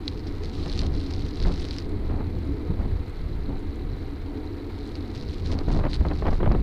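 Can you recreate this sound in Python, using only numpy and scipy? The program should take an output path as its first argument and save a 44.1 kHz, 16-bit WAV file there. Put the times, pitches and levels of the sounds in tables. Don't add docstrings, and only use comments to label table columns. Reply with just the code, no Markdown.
import sys
import numpy as np
from scipy import signal
from scipy.fft import rfft, irfft
from scipy.io import wavfile
from scipy.ndimage import uniform_filter1d

SR = 44100
rng = np.random.default_rng(int(sys.argv[2]) if len(sys.argv) > 2 else 0)


def to_wav(s):
    ch = np.atleast_2d(s).T
    pcm = np.round(np.clip(ch, -1, 1) * 32767)
    wavfile.write(sys.argv[1], SR, pcm.astype(np.int16))


N = 291972
TIME = np.arange(N) / SR

# (time [s], level [dB])
WIND_CURVE = [(0.0, -31.5), (0.7, -27.5), (0.83, -23), (1.36, -27), (1.47, -18.5), (1.68, -29.5),
              (2.1, -23), (2.6, -28), (2.9, -24), (3.06, -28), (3.42, -27), (3.9, -28), (4.62, -38.5),
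              (4.78, -32), (5.1, -32.5), (5.75, -20), (6.2, -22.5), (6.5, -16.5)]
# (frequency [Hz], density [dB per Hz])
RUMBLE_SPECTRUM = [(10, -8), (25, 4), (45, -3), (80, -2.5), (120, -13), (180, -17.5), (300, -28),
                   (600, -39.5), (1500, -89)]
# (frequency [Hz], density [dB per Hz])
CHURN_SPECTRUM = [(40, -29), (100, -5), (140, 2.5), (175, 1.5), (240, -14.5), (600, -53.5), (1500, -100)]
# (start [s], end [s], level [dB])
GUST_EVENTS = [(0.65, 0.67, -39), (0.815, 0.86, -42.5), (1.448, 1.52, -40), (2.085, 2.22, -40.5),
               (2.78, 2.86, -44.5), (3.49, 3.54, -42), (5.49, 5.6, -39.5), (5.68, 5.86, -36.5),
               (6.04, 6.13, -39), (6.235, 6.33, -36.5), (6.42, 6.55, -35.5)]
# (frequency [Hz], density [dB per Hz])
BUFFET_SPECTRUM = [(50, -19), (150, 4), (280, -1.5), (500, -16), (800, -13), (1300, -24.5), (2200, -41),
                   (5000, -71)]
# (frequency [Hz], density [dB per Hz])
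FLUTTER_SPECTRUM = [(40, -8.5), (150, -7.5), (350, 3), (650, -3), (1000, -8.5), (1600, -18.5), (2200, -22),
                    (3200, -32), (5000, -74), (9000, -82)]
# (time [s], level [dB])
ROAD_CURVE = [(0, -36.5), (.8, -33.5), (2.85, -34.5), (3.15, -44.5), (3.6, -37.5), (4.1, -39), (4.4, -33.5),
              (5.1, -35.5), (6.62, -38)]
# (frequency [Hz], nominal width [Hz], level before width weighting [dB])
FRAME_MODES = [(84.8, 20.1, 5), (222.5, 18, -4), (284.5, 38.8, 0.5), (344.4, 78, -5.5), (424, 20.6, -5.5),
               (483.4, 45, -12), (642, 84, -21.5), (755.4, 74, -19), (920, 105, -23.5), (1272, 30, -25.5)]
# (frequency [Hz], density [dB per Hz])
TREAD_SPECTRUM = [(100, -23.5), (400, 6), (570, -6), (700, -15.5), (1000, -1), (1500, -4.5), (1800, -6),
                  (2100, -4), (2700, -12.5), (3400, -14), (4000, -11), (4500, -13), (5200, -29),
                  (6200, -32), (9000, -32)]
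# (start [s], end [s], level [dB])
SAND_PATCHES = [(0.03, 1.86, -66), (0.265, 0.29, -56), (0.42, 0.5, -59), (0.93, 1.31, -60),
                (0.53, 0.87, -54.5), (1.35, 1.59, -57), (1.58, 1.804, -55.5), (4.7, 6.2, -66.5),
                (4.86, 4.85, -59), (5.135, 5.23, -60), (5.28, 5.4, -62), (5.44, 5.54, -55.5),
                (5.685, 5.8, -59), (5.89, 5.96, -53.5), (6.13, 6.38, -63.5)]
# (frequency [Hz], density [dB per Hz])
CRUNCH_SPECTRUM = [(500, -27), (1200, -6), (2000, -5.5), (2800, -6.5), (3500, -2), (4100, 4.5), (4900, -1),
                   (5700, -9.5), (7000, -19.5), (8000, -23), (9500, -20.5), (11000, -32), (15000, -61)]
# (frequency [Hz], density [dB per Hz])
HISS_SPECTRUM = [(100, 9), (14000, -4), (16000, -15)]
# (time [s], peak [dB], ring pitch [Hz])
STONE_ROWS = [(0.0783, -11.5, 4230), (0.1237, -35, 3820), (0.5975, -32, 3870), (0.6963, -22.5, 4140),
              (0.726, -23, 4480), (0.7905, -12, 4440), (1.136, -22, 4900), (1.436, -25.5, 4300),
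              (1.708, -19, 4370), (1.7835, -19.5, 5000), (4.9532, -24.5, 4500), (5.5877, -23.5, 4480),
              (5.931, -18, 4130), (5.9444, -22.5, 4100), (5.954, -24, 3880), (6.084, -27.5, 4200),
              (6.134, -31, 4230), (6.5186, -28.5, 4600)]
# (start [s], peak [dB], ring pitch [Hz])
STONE_EVENTS = [(time_s + 0.00099, peak_db, hz) for time_s, peak_db, hz in STONE_ROWS]
# (time [s], peak [dB])
FLAP_EVENTS = [(0.658, -27), (0.827, -28.5), (1.449, -22.5), (1.468, -27), (1.501, -31.5), (2.103, -31),
               (2.194, -35), (2.791, -31), (5.608, -27), (5.681, -24.5), (5.765, -28), (5.806, -27),
               (5.837, -21.5), (5.85, -23), (5.865, -22), (6.009, -26), (6.05, -22), (6.111, -21.5),
               (6.222, -22.5), (6.253, -21), (6.266, -22), (6.281, -19.5), (6.302, -39), (6.327, -23.5),
               (6.403, -22.5), (6.429, -20.5), (6.458, -20.5), (6.514, -20.5), (6.548, -21.5)]
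# (frequency [Hz], density [dB per Hz])
RIP_SPECTRUM = [(200, -9), (800, 2.5), (1500, -3), (2300, -11.5), (3200, -13), (4200, -28), (6000, -44),
                (9000, -50)]
# (time [s], peak [dB], half length [s], wake level [dB])
THUMP_EVENTS = [(0.827, -35, 0.0043, -30.5), (1.47, -11.5, 0.0073, -32), (2.701, -14, 0.0018, -26),
                (2.801, -12, 0.0047, -29), (2.931, -12, 0.0029, -57), (3.495, -19, 0.00073, -30.5),
                (6.01, -3, 0.004, -31.5), (6.492, -26, 0.011, -34)]
# (time [s], peak [dB])
GRAIN_EVENTS = [(1.6102, -37), (1.8931, -41), (2.4523, -47), (3.096, -44), (3.5932, -47), (3.7574, -48),
                (4.8744, -40), (5.9416, -35)]

CHURN_DB, CHURN_GROWTH_DB_PER_DB = -31.5, 1.72
GUST_RISE_S, GUST_FALL_S = 0.014, 0.02
BREEZE_DB = -29
TREAD_DB, HISS_DB = -51, -71
SAND_RISE_S, SAND_FALL_S = 0.0067, 0.0067
DUST_DB = -72.5
FLAP_S = 0.012
GRIT_EDGE_HZ, BAND_EDGE_HZ = 10000, 15620
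FADE_S = 0.004


def gain_of(db):
    return 10 ** (np.asarray(db) / 20)


def evened(x):
    return x / np.sqrt(np.mean(x ** 2) + 1e-20)


def level(curve):
    return gain_of(np.interp(TIME, *np.transpose(curve)))


def add(mix, start_s, sound):
    part = mix[max(round(start_s * SR), 0):][:len(sound)]
    part += sound[:len(part)]


def coloured(x, spectrum):
    hz, db = np.transpose(spectrum)
    bin_hz = abs(np.fft.fftfreq(16384, 1 / SR))
    bin_db = np.interp(np.log(bin_hz + 1), np.log(hz + 1), db)
    log_gain = np.log(gain_of(bin_db))
    taps = np.fft.ifft(np.exp(np.conj(signal.hilbert(log_gain)))).real
    return evened(signal.oaconvolve(x, taps[:len(taps) // 2])[:N])


def wander(rate_hz):
    hz = np.fft.rfftfreq(N, 1 / SR)
    drift = rfft(rng.standard_normal(N)) * np.exp(-(hz / rate_hz) ** 2)
    return evened(irfft(drift, N))


def steadied(x, span_s):
    size = max(int(span_s * SR), 1)
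    power = uniform_filter1d(uniform_filter1d(x ** 2, size), size)
    return x / np.sqrt(abs(power) + 1e-12)


def grains(per_s, spread_db):
    size = gain_of(spread_db * np.minimum(rng.exponential(1, N), 5))
    return size * rng.choice([-1, 1], N) * (rng.random(N) < per_s / SR)


def swells(events, rise_s, fall_s, bed):
    power = bed ** 2
    for start_s, end_s, db in events:
        attack = np.clip((TIME - start_s) / rise_s, 0, 1)
        release = np.exp(-np.maximum(TIME - end_s, 0) / fall_s)
        power = power + (gain_of(db) * attack * release) ** 2
    return np.sqrt(power)


def rumble(trim_db, lump_db, lump_hz):
    lumps = steadied(coloured(rng.standard_normal(N), RUMBLE_SPECTRUM), span_s=0.029)
    swell = gain_of(trim_db + lump_db * np.tanh(wander(lump_hz)))
    return swell * level(WIND_CURVE) * lumps


def churn():
    wind = level(WIND_CURVE)
    eddies = steadied(coloured(rng.standard_normal(N), CHURN_SPECTRUM), span_s=0.042)
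    return gain_of(CHURN_DB) * (wind / wind.max()) ** CHURN_GROWTH_DB_PER_DB * eddies


def flutter(dull_db, torn_db, tear_growth, burst_db, burst_hz):
    breeze = gain_of(BREEZE_DB) * level(WIND_CURVE)
    gust = swells(GUST_EVENTS, GUST_RISE_S, GUST_FALL_S, breeze)
    bursts = gain_of(burst_db * np.tanh(wander(burst_hz)))
    dull = coloured(steadied(bursts * rng.standard_normal(N), span_s=0.012), BUFFET_SPECTRUM)
    torn_air = steadied(bursts * grains(per_s=5000, spread_db=6.5), span_s=0.068)
    torn = coloured(torn_air, FLUTTER_SPECTRUM)
    tear = (gust / gust.max()) ** tear_growth
    return gust * (gain_of(dull_db) * dull + gain_of(torn_db) * tear * torn)


def tyre(trim_db, waver_db, sway_db, follow_hz):
    coarse = level(ROAD_CURVE)
    drone = np.zeros(N)
    for hz, width_hz, mode_db in FRAME_MODES:
        b, a = signal.iirpeak(hz, hz / (1.34 * width_hz), SR)
        once = signal.lfilter(b, a, rng.standard_normal(N))
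        ring = steadied(signal.lfilter(b, a, once), span_s=1.0)
        follow = evened(coarse) ** min(follow_hz / hz, 1)
        drive = follow * gain_of(sway_db * wander(rate_hz=5.4))
        drone += gain_of(mode_db) * np.sqrt(width_hz) * drive * ring
    waver = gain_of(waver_db * wander(rate_hz=66))
    tread = coloured(rng.standard_normal(N) * waver, TREAD_SPECTRUM)
    return gain_of(trim_db) * coarse.mean() * evened(drone) + gain_of(TREAD_DB) * tread


def tread_ticks(rms_db, ring_hz, width_hz):
    b, a = signal.iirpeak(ring_hz, ring_hz / width_hz, SR)
    peels = grains(per_s=70, spread_db=1.5)
    ringing = signal.lfilter(b, a, signal.lfilter(b, a, peels))
    return gain_of(rms_db) * evened(ringing)


def sand(trim_db, clump_db, tint_db, count=6):
    hz, colour_db = np.transpose(CRUNCH_SPECTRUM)
    clumps = steadied(gain_of(clump_db * wander(rate_hz=45)), span_s=0.08)
    crunch = np.zeros(N)
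    for k in range(count):
        tint = tint_db * np.cos(2 * np.pi * (np.log(hz) + k / count))
        fine = clumps * rng.standard_normal(N)
        coarse = 1.3 * evened(grains(per_s=18, spread_db=1.5))
        crunch += coloured(fine + coarse, np.c_[hz, colour_db + tint])
    patches = swells(SAND_PATCHES, SAND_RISE_S, SAND_FALL_S, gain_of(DUST_DB))
    return gain_of(trim_db) * patches * evened(crunch)


def hiss():
    return gain_of(HISS_DB) * coloured(rng.standard_normal(N), HISS_SPECTRUM)


def stones(trim_db, rise_s, ring_t60_s, knock_db, knock_t60_s, rattle_db, rattle_t60_s):
    out, t = np.zeros(N), np.arange(SR // 20) / SR
    grit = coloured(rng.standard_normal(N), CRUNCH_SPECTRUM)
    band = signal.butter(3, [1700, 3600], "bandpass", fs=SR, output="sos")
    rise = 1 - np.exp(-(t / rise_s) ** 2)
    scatters = np.array_split(grit, len(STONE_EVENTS))
    for (start_s, peak_db, hz), scatter in zip(STONE_EVENTS, scatters):
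        ring = np.sin(2 * np.pi * hz * t) * gain_of(-60 * t / ring_t60_s) * rise
        blow = rng.standard_normal(len(t)) * gain_of(knock_db - 60 * t / knock_t60_s)
        knock = signal.sosfilt(band, blow)
        rattle = scatter[:len(t)] * gain_of(rattle_db - 60 * t / rattle_t60_s)
        add(out, start_s, gain_of(peak_db + trim_db) * (ring + knock + rattle))
    return out


def flaps(trim_db, rip_db, rip_growth):
    air = steadied(grains(per_s=4000, spread_db=2), span_s=0.002)
    t = np.arange(SR // 10) / SR
    force = np.zeros(N)
    for start_s, peak_db in FLAP_EVENTS:
        add(force, start_s, gain_of(peak_db) * np.exp(-(t / FLAP_S) ** 2))
    puff = air * force
    rip = puff * (force / force.max()) ** rip_growth
    puff_sound = gain_of(trim_db) * puff.std() * coloured(puff, FLUTTER_SPECTRUM)
    return puff_sound + gain_of(rip_db) * rip.std() * coloured(rip, RIP_SPECTRUM)


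def thumps(trim_db, wake_s):
    out = np.zeros(N)
    band = signal.butter(2, [120, 260], "bandpass", fs=SR, output="sos")
    wake = steadied(signal.sosfilt(band, rng.standard_normal(N)), span_s=0.02)
    for centre_s, peak_db, half_s, wake_db in THUMP_EVENTS:
        u = (TIME - centre_s) / half_s
        out += gain_of(peak_db + trim_db) * (u ** 2 - 1) * np.exp(-u ** 2 / 2)
        out += gain_of(wake_db) * wake * np.exp(-((TIME - centre_s) / wake_s - 0.5) ** 2)
    return out


def grain_ticks(trim_db, t60_s):
    out, t = np.zeros(N), np.arange(SR // 50) / SR
    band = signal.butter(2, [4000, 10500], "bandpass", fs=SR, output="sos")
    for start_s, peak_db in GRAIN_EVENTS:
        crack = signal.sosfilt(band, rng.standard_normal(len(t)) * gain_of(-60 * t / t60_s))
        add(out, start_s, gain_of(peak_db + trim_db) * crack / abs(crack).max())
    return out


def scene():
    wind = rumble(trim_db=-2.5, lump_db=4, lump_hz=16.7) + churn()
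    wind += flutter(dull_db=4.5, torn_db=1.0, tear_growth=0.32, burst_db=7.5, burst_hz=91)
    wind += flaps(trim_db=-5.5, rip_db=-9.5, rip_growth=1.0)
    wind += thumps(trim_db=-5.0, wake_s=0.02)
    road = tyre(trim_db=0.5, waver_db=1.1, sway_db=1.5, follow_hz=222)
    road += tread_ticks(rms_db=-63.5, ring_hz=4010, width_hz=490)
    grit = sand(trim_db=9.0, clump_db=0.5, tint_db=6.5)
    grit += stones(trim_db=6.0, rise_s=0.00035, ring_t60_s=0.003, knock_db=-16.5,
                   knock_t60_s=0.014, rattle_db=-22.5, rattle_t60_s=0.026)
    grit += grain_ticks(trim_db=-3.0, t60_s=0.012)
    port = signal.butter(8, GRIT_EDGE_HZ, fs=SR, output="sos")
    road += signal.sosfilt(port, grit)
    return (wind + road + hiss())[None]


def record(dry):
    ends = np.clip(np.minimum(TIME, TIME[-1] - TIME) / FADE_S, 0, 1)
    taps = signal.firwin(511, BAND_EDGE_HZ, window=("kaiser", 9), fs=SR)
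    return signal.oaconvolve(dry * ends, taps[None], "same")


dry = scene()
out = record(dry)
to_wav(out)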